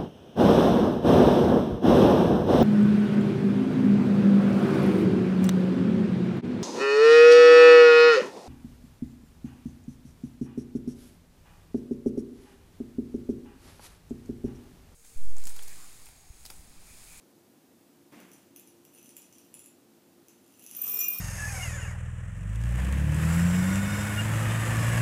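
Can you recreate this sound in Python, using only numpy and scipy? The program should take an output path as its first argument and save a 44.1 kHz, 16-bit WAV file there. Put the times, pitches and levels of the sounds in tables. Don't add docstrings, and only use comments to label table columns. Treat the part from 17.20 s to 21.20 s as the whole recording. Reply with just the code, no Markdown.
import sys
import numpy as np
from scipy import signal
from scipy.fft import rfft, irfft, next_fast_len
from scipy.io import wavfile
from scipy.ndimage import uniform_filter1d

SR = 44100
rng = np.random.default_rng(int(sys.argv[2]) if len(sys.argv) > 2 else 0)


def put_to_file(sound):
    columns = np.atleast_2d(sound).T
    safe = np.clip(columns, -1, 1)
    whole_steps = np.round(safe * 32767)
    wavfile.write(sys.argv[1], SR, whole_steps.astype(np.int16))


N = 176400

# t/s, then level/dB of mode families 0-6
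# (broad treble, 2.4-2.8, 5.5, 5.9, 7.2, 12.2 and 14.8 kHz). Levels in all tables are relative.
LANDINGS = [(3.565, -35.5, -66, -71, -56, -62, -60, -53), (3.590, -53, -63, -73, -53.5, -70, -64, -56),
            (3.616, -27, -73, -68, -64, -64, -55, -46), (3.641, -33, -65, -67, -54, -66, -60, -48),
            (3.660, -32, -57.5, -52, -58, -48, -60, -55), (3.677, -35, -63, -54, -52, -59, -58, -50),
            (3.687, -31, -78, -59, -64, -62, -45, -38), (3.696, -27.5, -64, -74, -56, -69, -60, -50),
            (3.717, -33, -59, -53, -49, -62, -50, -50), (3.727, -33, -55, -67, -60, -64, -52, -50),
            (3.743, -27.5, -66, -59, -57, -45, -41, -43), (3.772, -36, -61, -39, -66, -50, -50, -50),
            (3.790, -42, -48, -52, -52, -33, -27.5, -42), (3.803, -36, -44.5, -45, -40, -54, -34, -27),
            (3.812, -29, -52, -60, -35, -48, -42, -38), (3.841, -30.5, -48, -52, -46, -45, -46, -45),
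            (3.882, -27, -60, -47, -55.5, -58, -56, -34), (3.885, -32.5, -62, -56, -50, -51, -54, -42),
            (3.933, -33, -75, -53, -61, -53, -52, -43), (3.984, -33.5, -57, -50, -64, -52, -33, -49)]
STANDING_HZ = [2445, 2774, 5514, 5919, 7165, 9330, 10664, 11430, 12181, 12211, 12270, 12915, 13311, 13762,
               13790, 13803, 13874, 14770]
STANDING_FAMILY = [1, 1, 2, 3, 4, 0, 0, 0, 5, 5, 5, 0, 0, 0, 0, 0, 0, 6]
# level/dB, T60/s
STANDING_RING = [(1, 0.61), (-5.5, .5), (-1.5, 0.34), (3, 0.21), (0, 0.23), (-18, 0.22), (-24, 0.28),
                 (-13, 0.15), (-4, 0.12), (-2, 0.18), (-11, .15), (-13, 0.21), (-14, .15), (-5, 0.23),
                 (-6.5, 0.055), (-4.5, 0.31), (-19, 0.21), (-2, 0.16)]
# t/s, level/dB
STREAM = [(3.53, -55), (3.59, -40.5), (3.612, -57), (3.63, -43.5), (3.72, -42), (3.81, -41.5), (3.87, -47),
          (3.91, -42), (4.0, -47.5)]
# f/Hz, level/dB, T60/s
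TRAY_MODES = [(206, -9, 0.28), (494, 4.5, 0.016), (760, -4, 0.023), (1223, 1.5, 0.023)]
# t/s, level/dB, then level/dB in bands near 6, 7.2, 9.6, 11 and 13 kHz
TUMBLES = [(1.002, -44.5, -11, -14, -19, -13, -13), (1.1162, -44.5, -7, -13, -20, -14, -13),
           (1.1337, -48, -3, -15, -3, -19, -20), (1.3614, -37, -18, -31, -20, -22, -15),
           (1.3961, -41.5, -32, -20, -22, -23, -13), (1.4743, -45.5, -15.5, -31, -18, -18, -26),
           (1.6507, -43.5, -25, -25, -30, -30, -22), (1.859, -44, -11, -14, -12, -19, -17),
           (1.8916, -41.5, -9.5, -17, -8, -20, -23), (1.9667, -33.5, -28, -13, -19, -12, -14),
           (2.0193, -47, -6.5, -22, -6, -30, -22), (2.1263, -45, -11, -18, -22, -26, -24),
           (2.153, -48, -12, -17, -14, -21, -23), (2.1834, -44, -8, -25, -11, -18, -20),
           (2.3412, -36, -28, -16.5, -15, -11, -33), (2.393, -39.5, -23, -14, -12.5, -12, -34),
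           (2.442, -48, -30, -6, -18, -9, -29), (2.4597, -45, -29, -14, -11, -7, -38),
           (3.084, -43, -18.5, -23, -33, -25, -22), (3.3945, -44, -19, -20, -22, -12, -18),
           (3.4397, -42.5, -18, -17, -19, -8, -14), (3.464, -38, -5, -26, -19, -4, -21),
           (3.5121, -36, -13, -24, -33, -8, -16), (3.5345, -43, -22, -24, -25, -7, -15),
           (3.5497, -32.5, -16, -35, -14, -12, -14)]
BAND_EDGES = (6600, 8500, 10300, 12000)
# f/Hz, level/dB, T60/s
HELD_MODES = [(2612, -18.5, 0.018), (2862, -16, 0.019), (3235, -17, 0.013), (6055, -8.5, 0.0098),
              (6480, -18, 0.014), (7177, -12.5, 0.02), (7530, -9, 0.0068), (9560, -9, 0.024),
              (11150, -7, 0.015), (11860, -7.5, 0.0037), (13010, -7.5, 0.015), (14450, -7.5, 0.0058)]
# t/s, level/dB
SLIDE = [(.95, -84), (1.14, -59.5), (1.28, -83), (1.42, -69.5), (1.62, -76), (1.76, -56), (2.0, -65),
         (2.28, -66.5), (2.38, -67.5), (2.6, -95), (3.24, -70), (3.39, -59), (3.56, -48.5), (4.0, -49.5)]
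# f/Hz, level/dB
CRACK_SPECTRUM = [(1000, -35), (1900, -42.5), (2800, -24), (4600, -29), (7500, -34), (10000, -7),
                  (12000, -7), (15000, 2)]
# f/Hz, level/dB
RUSH_SPECTRUM = [(500, -24.5), (1200, -9.5), (1900, -19), (2700, -19), (3700, -12.5), (4600, -19.5),
                 (6000, -9.5), (7500, -12.5), (8600, -7), (10000, -9), (12000, -12), (15000, 3)]
# f/Hz, level/dB
KNOCK_SPECTRUM = [(90, -19.5), (185, 3.5), (290, 1.5), (450, -7.5), (1000, -13), (2400, -13), (4000, -24.5),
                  (9000, -28), (15000, -30)]
# f/Hz, level/dB
AIR_SPECTRUM = [(15, -83), (25, -63), (69, -33.5), (86, -16.5), (257, -7), (286, -0.5), (318, -12),
                (344, -1), (373, -12), (415, -11.5), (1180, -24), (1670, -26), (1960, -27.5), (3180, -28.5),
                (15000, -30)]
# f/Hz, level/dB, bandwidth/Hz
DUCT_MODES = [(100, -82.5, 3.1), (235.8, -72.5, 20), (284, -78, 9), (344.7, -70.5, 10.7)]
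# f/Hz, T60/s
ROOM_T60 = [(200, 0.34), (3000, 0.52), (8000, 0.3), (15000, 0.19)]

LN_1000 = np.log(1000)


def standing_jug():
    times, *family_db = np.transpose(LANDINGS)
    rings = 0
    for hz, family, (db, t60) in zip(STANDING_HZ, STANDING_FAMILY, STANDING_RING):
        flutter = wall_loading()
        blows = impulses(times, family_db[family] + db + rng.normal(0, 1, len(times)))
        rings += flutter * struck_mode(blows, hz, t60)
    flow, bounces = envelope(STREAM), grain_contacts(per_s=400)
    db_per_octave = 10.5
    bounce_modes = [(hz, db_per_octave * np.log2(hz / 1000), t60)
                    for hz, (_, t60) in zip(STANDING_HZ, STANDING_RING)]
    rings += from_db(-0.5) * shower(bounces, bounce_modes, flow)
    force_db = np.max(family_db, axis=0)
    clatter = crack(impulses(times, force_db + 5.5), t60=0.017, spectrum=CRACK_SPECTRUM)
    clatter += from_db(-0.5) * flow * unit_rms(crack(bounces, t60=0.004, spectrum=RUSH_SPECTRUM))
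    clatter += tray(times, force_db, bounces, flow)
    return rings + clatter + room(from_db(-6) * rings + from_db(1.5) * clatter)


def struck_mode(blows, hz, t60, attack_s=0.00047):
    decay, ease = np.exp(-LN_1000 / (t60 * SR)), np.exp(-1 / (attack_s * SR))
    turn = np.exp(2j * np.pi * hz / SR)
    phase = np.angle(signal.lfilter([1], [1, -decay * turn], blows + 1e-18))
    energy = signal.lfilter([1], [1, -decay * decay], blows ** 2 + 1e-24)
    phasor = np.sqrt(energy) * np.exp(1j * phase)
    return np.imag(signal.lfilter([1 - ease], [1, -ease * turn], phasor))


def wall_loading(depth_db=2.2, smoothing_s=0.02):
    drift = uniform_filter1d(rng.standard_normal(N), size=int(smoothing_s * SR))
    return from_db(depth_db * unit_rms(drift))


def tray(times, force_db, bounces, flow):
    rattle = from_db(-20) * shower(bounces, TRAY_MODES, flow)
    kicks = sum(resonator(impulses(times, force_db - 37 + db), hz, t60) for hz, db, t60 in TRAY_MODES)
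    return rattle + kicks


def held_jug():
    sound = tumbles()
    slips, slide = grain_contacts(per_s=520), envelope(SLIDE)
    sound += from_db(-6) * shower(slips, HELD_MODES, slide)
    sound += from_db(-10) * slide * unit_rms(crack(slips, t60=0.0025, spectrum=RUSH_SPECTRUM))
    return sound + from_db(0.5) * room(sound)


def tumbles(gain_db=-2, tick_s=0.05, attack_s=0.000075, detune=0.011):
    times, hit_db, *band_db = np.transpose(TUMBLES)
    hz, mode_db, t60 = np.transpose(HELD_MODES)
    tint_db = 0.9 * (band_db - np.mean(band_db, axis=0))
    spot_db = tint_db[np.searchsorted(BAND_EDGES, hz)] * (hz > 4000)[:, None]
    t = np.arange(int(tick_s * SR))[:, None] / SR
    fade = np.exp(-LN_1000 * t / t60) * (1 - np.exp(-t / attack_s))
    ticks = np.zeros(N + SR)
    for k, load in enumerate(rng.standard_normal((len(times), len(hz)))):
        modes = np.sin(2 * np.pi * hz * (1 + detune * load) * t) * fade
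        start = int(times[k] * SR)
        ticks[start:start + len(t)] += modes @ from_db(hit_db[k] + gain_db + mode_db + spot_db[:, k])
    return ticks[:N] + crack(impulses(times, hit_db + gain_db - 1), t60=0.0082, spectrum=CRACK_SPECTRUM)


def grain_contacts(per_s, spread_db=5):
    sizes = from_db(spread_db * np.minimum(rng.exponential(1, N), 4))
    return sizes * (rng.random(N) < per_s / SR)


def shower(contacts, modes, gain):
    sound = sum(from_db(db) * resonator(unit_rms(contacts * rng.standard_normal(N)) * gain, hz, t60)
                for hz, db, t60 in modes)
    power = sum(from_db(2 * db) * t60 * SR / (4 * LN_1000) for _, db, t60 in modes)
    return sound / np.sqrt(power)


def crack(contacts, t60, spectrum):
    fade = signal.lfilter([1], [1, -np.exp(-LN_1000 / (t60 * SR))], contacts + 1e-18)
    return colour(fade * rng.standard_normal(N), spectrum)


def far_knock(onset_s=0.917, attack_s=0.0068, hold_s=0.086, t60=0.85):
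    t = np.arange(N) / SR - onset_s
    rise = np.clip(t / attack_s, 0, 1)
    fall = np.exp(-LN_1000 * np.maximum(t - hold_s, 0) / t60)
    return from_db(-52) * rise * fall * unit_rms(colour(rng.standard_normal(N), KNOCK_SPECTRUM))


def ventilation():
    hum = 0
    for hz, db, bandwidth in DUCT_MODES:
        duct = resonator(rng.standard_normal(N + SR), hz, t60=LN_1000 / (np.pi * bandwidth))
        hum += from_db(db) * unit_rms(duct[SR:])
    return hum + from_db(-60.5) * unit_rms(colour(rng.standard_normal(N), AIR_SPECTRUM))


def room(x, delay_s=0.0055):
    t = np.arange(SR // 2) / SR
    tail, edges = 0, np.geomspace(100, 18000, 9)
    for low, high in zip(edges, edges[1:]):
        bandpass = signal.butter(2, [low, high], "band", fs=SR, output="sos")
        band = signal.sosfilt(bandpass, rng.standard_normal(len(t)))
        tail += band * np.exp(-LN_1000 * t / at_hz(ROOM_T60, np.sqrt(low * high)))
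    tail *= t > delay_s
    return signal.fftconvolve(x, tail / np.linalg.norm(tail))[:N]


def resonator(x, hz, t60):
    decay, angle = np.exp(-LN_1000 / (t60 * SR)), 2 * np.pi * hz / SR
    return signal.lfilter([0, np.sin(angle)], [1, -2 * decay * np.cos(angle), decay * decay], x + 1e-18)


def colour(x, spectrum):
    size = next_fast_len(N + SR // 10, True)
    hz = np.arange(size // 2 + 1) * SR / size
    cepstrum = irfft(np.log(from_db(at_hz(spectrum, hz))), size)
    cepstrum[1:size // 2] *= 2
    cepstrum[size // 2 + 1:] = 0
    return irfft(rfft(x, size) * np.exp(rfft(cepstrum)), size)[:N]


def impulses(times, db):
    return np.bincount(np.clip(times * SR, 0, N - 1).astype(int), from_db(db), N)


def envelope(rows):
    times, db = np.transpose(rows)
    t = np.arange(N) / SR
    return from_db(np.interp(t, times, db)) * (t >= times[0])


def at_hz(rows, hz):
    f, value = np.transpose(rows)
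    return np.interp(np.log(np.maximum(hz, 1)), np.log(f), value)


def from_db(db):
    return 10 ** (np.asarray(db) / 20)


def unit_rms(x):
    return x / np.sqrt(np.mean(x ** 2) + 1e-20)


def scene():
    return (held_jug() + standing_jug() + far_knock() + ventilation())[None]


def record(dry, low_cut_hz=73, high_cut_hz=15350):
    highpass = signal.butter(2, low_cut_hz, "high", fs=SR, output="sos")
    lowpass = signal.ellip(12, 0.2, 80, high_cut_hz, fs=SR, output="sos")
    return signal.sosfilt(lowpass, signal.sosfilt(highpass, dry))


dry = scene()
out = record(dry)
put_to_file(out)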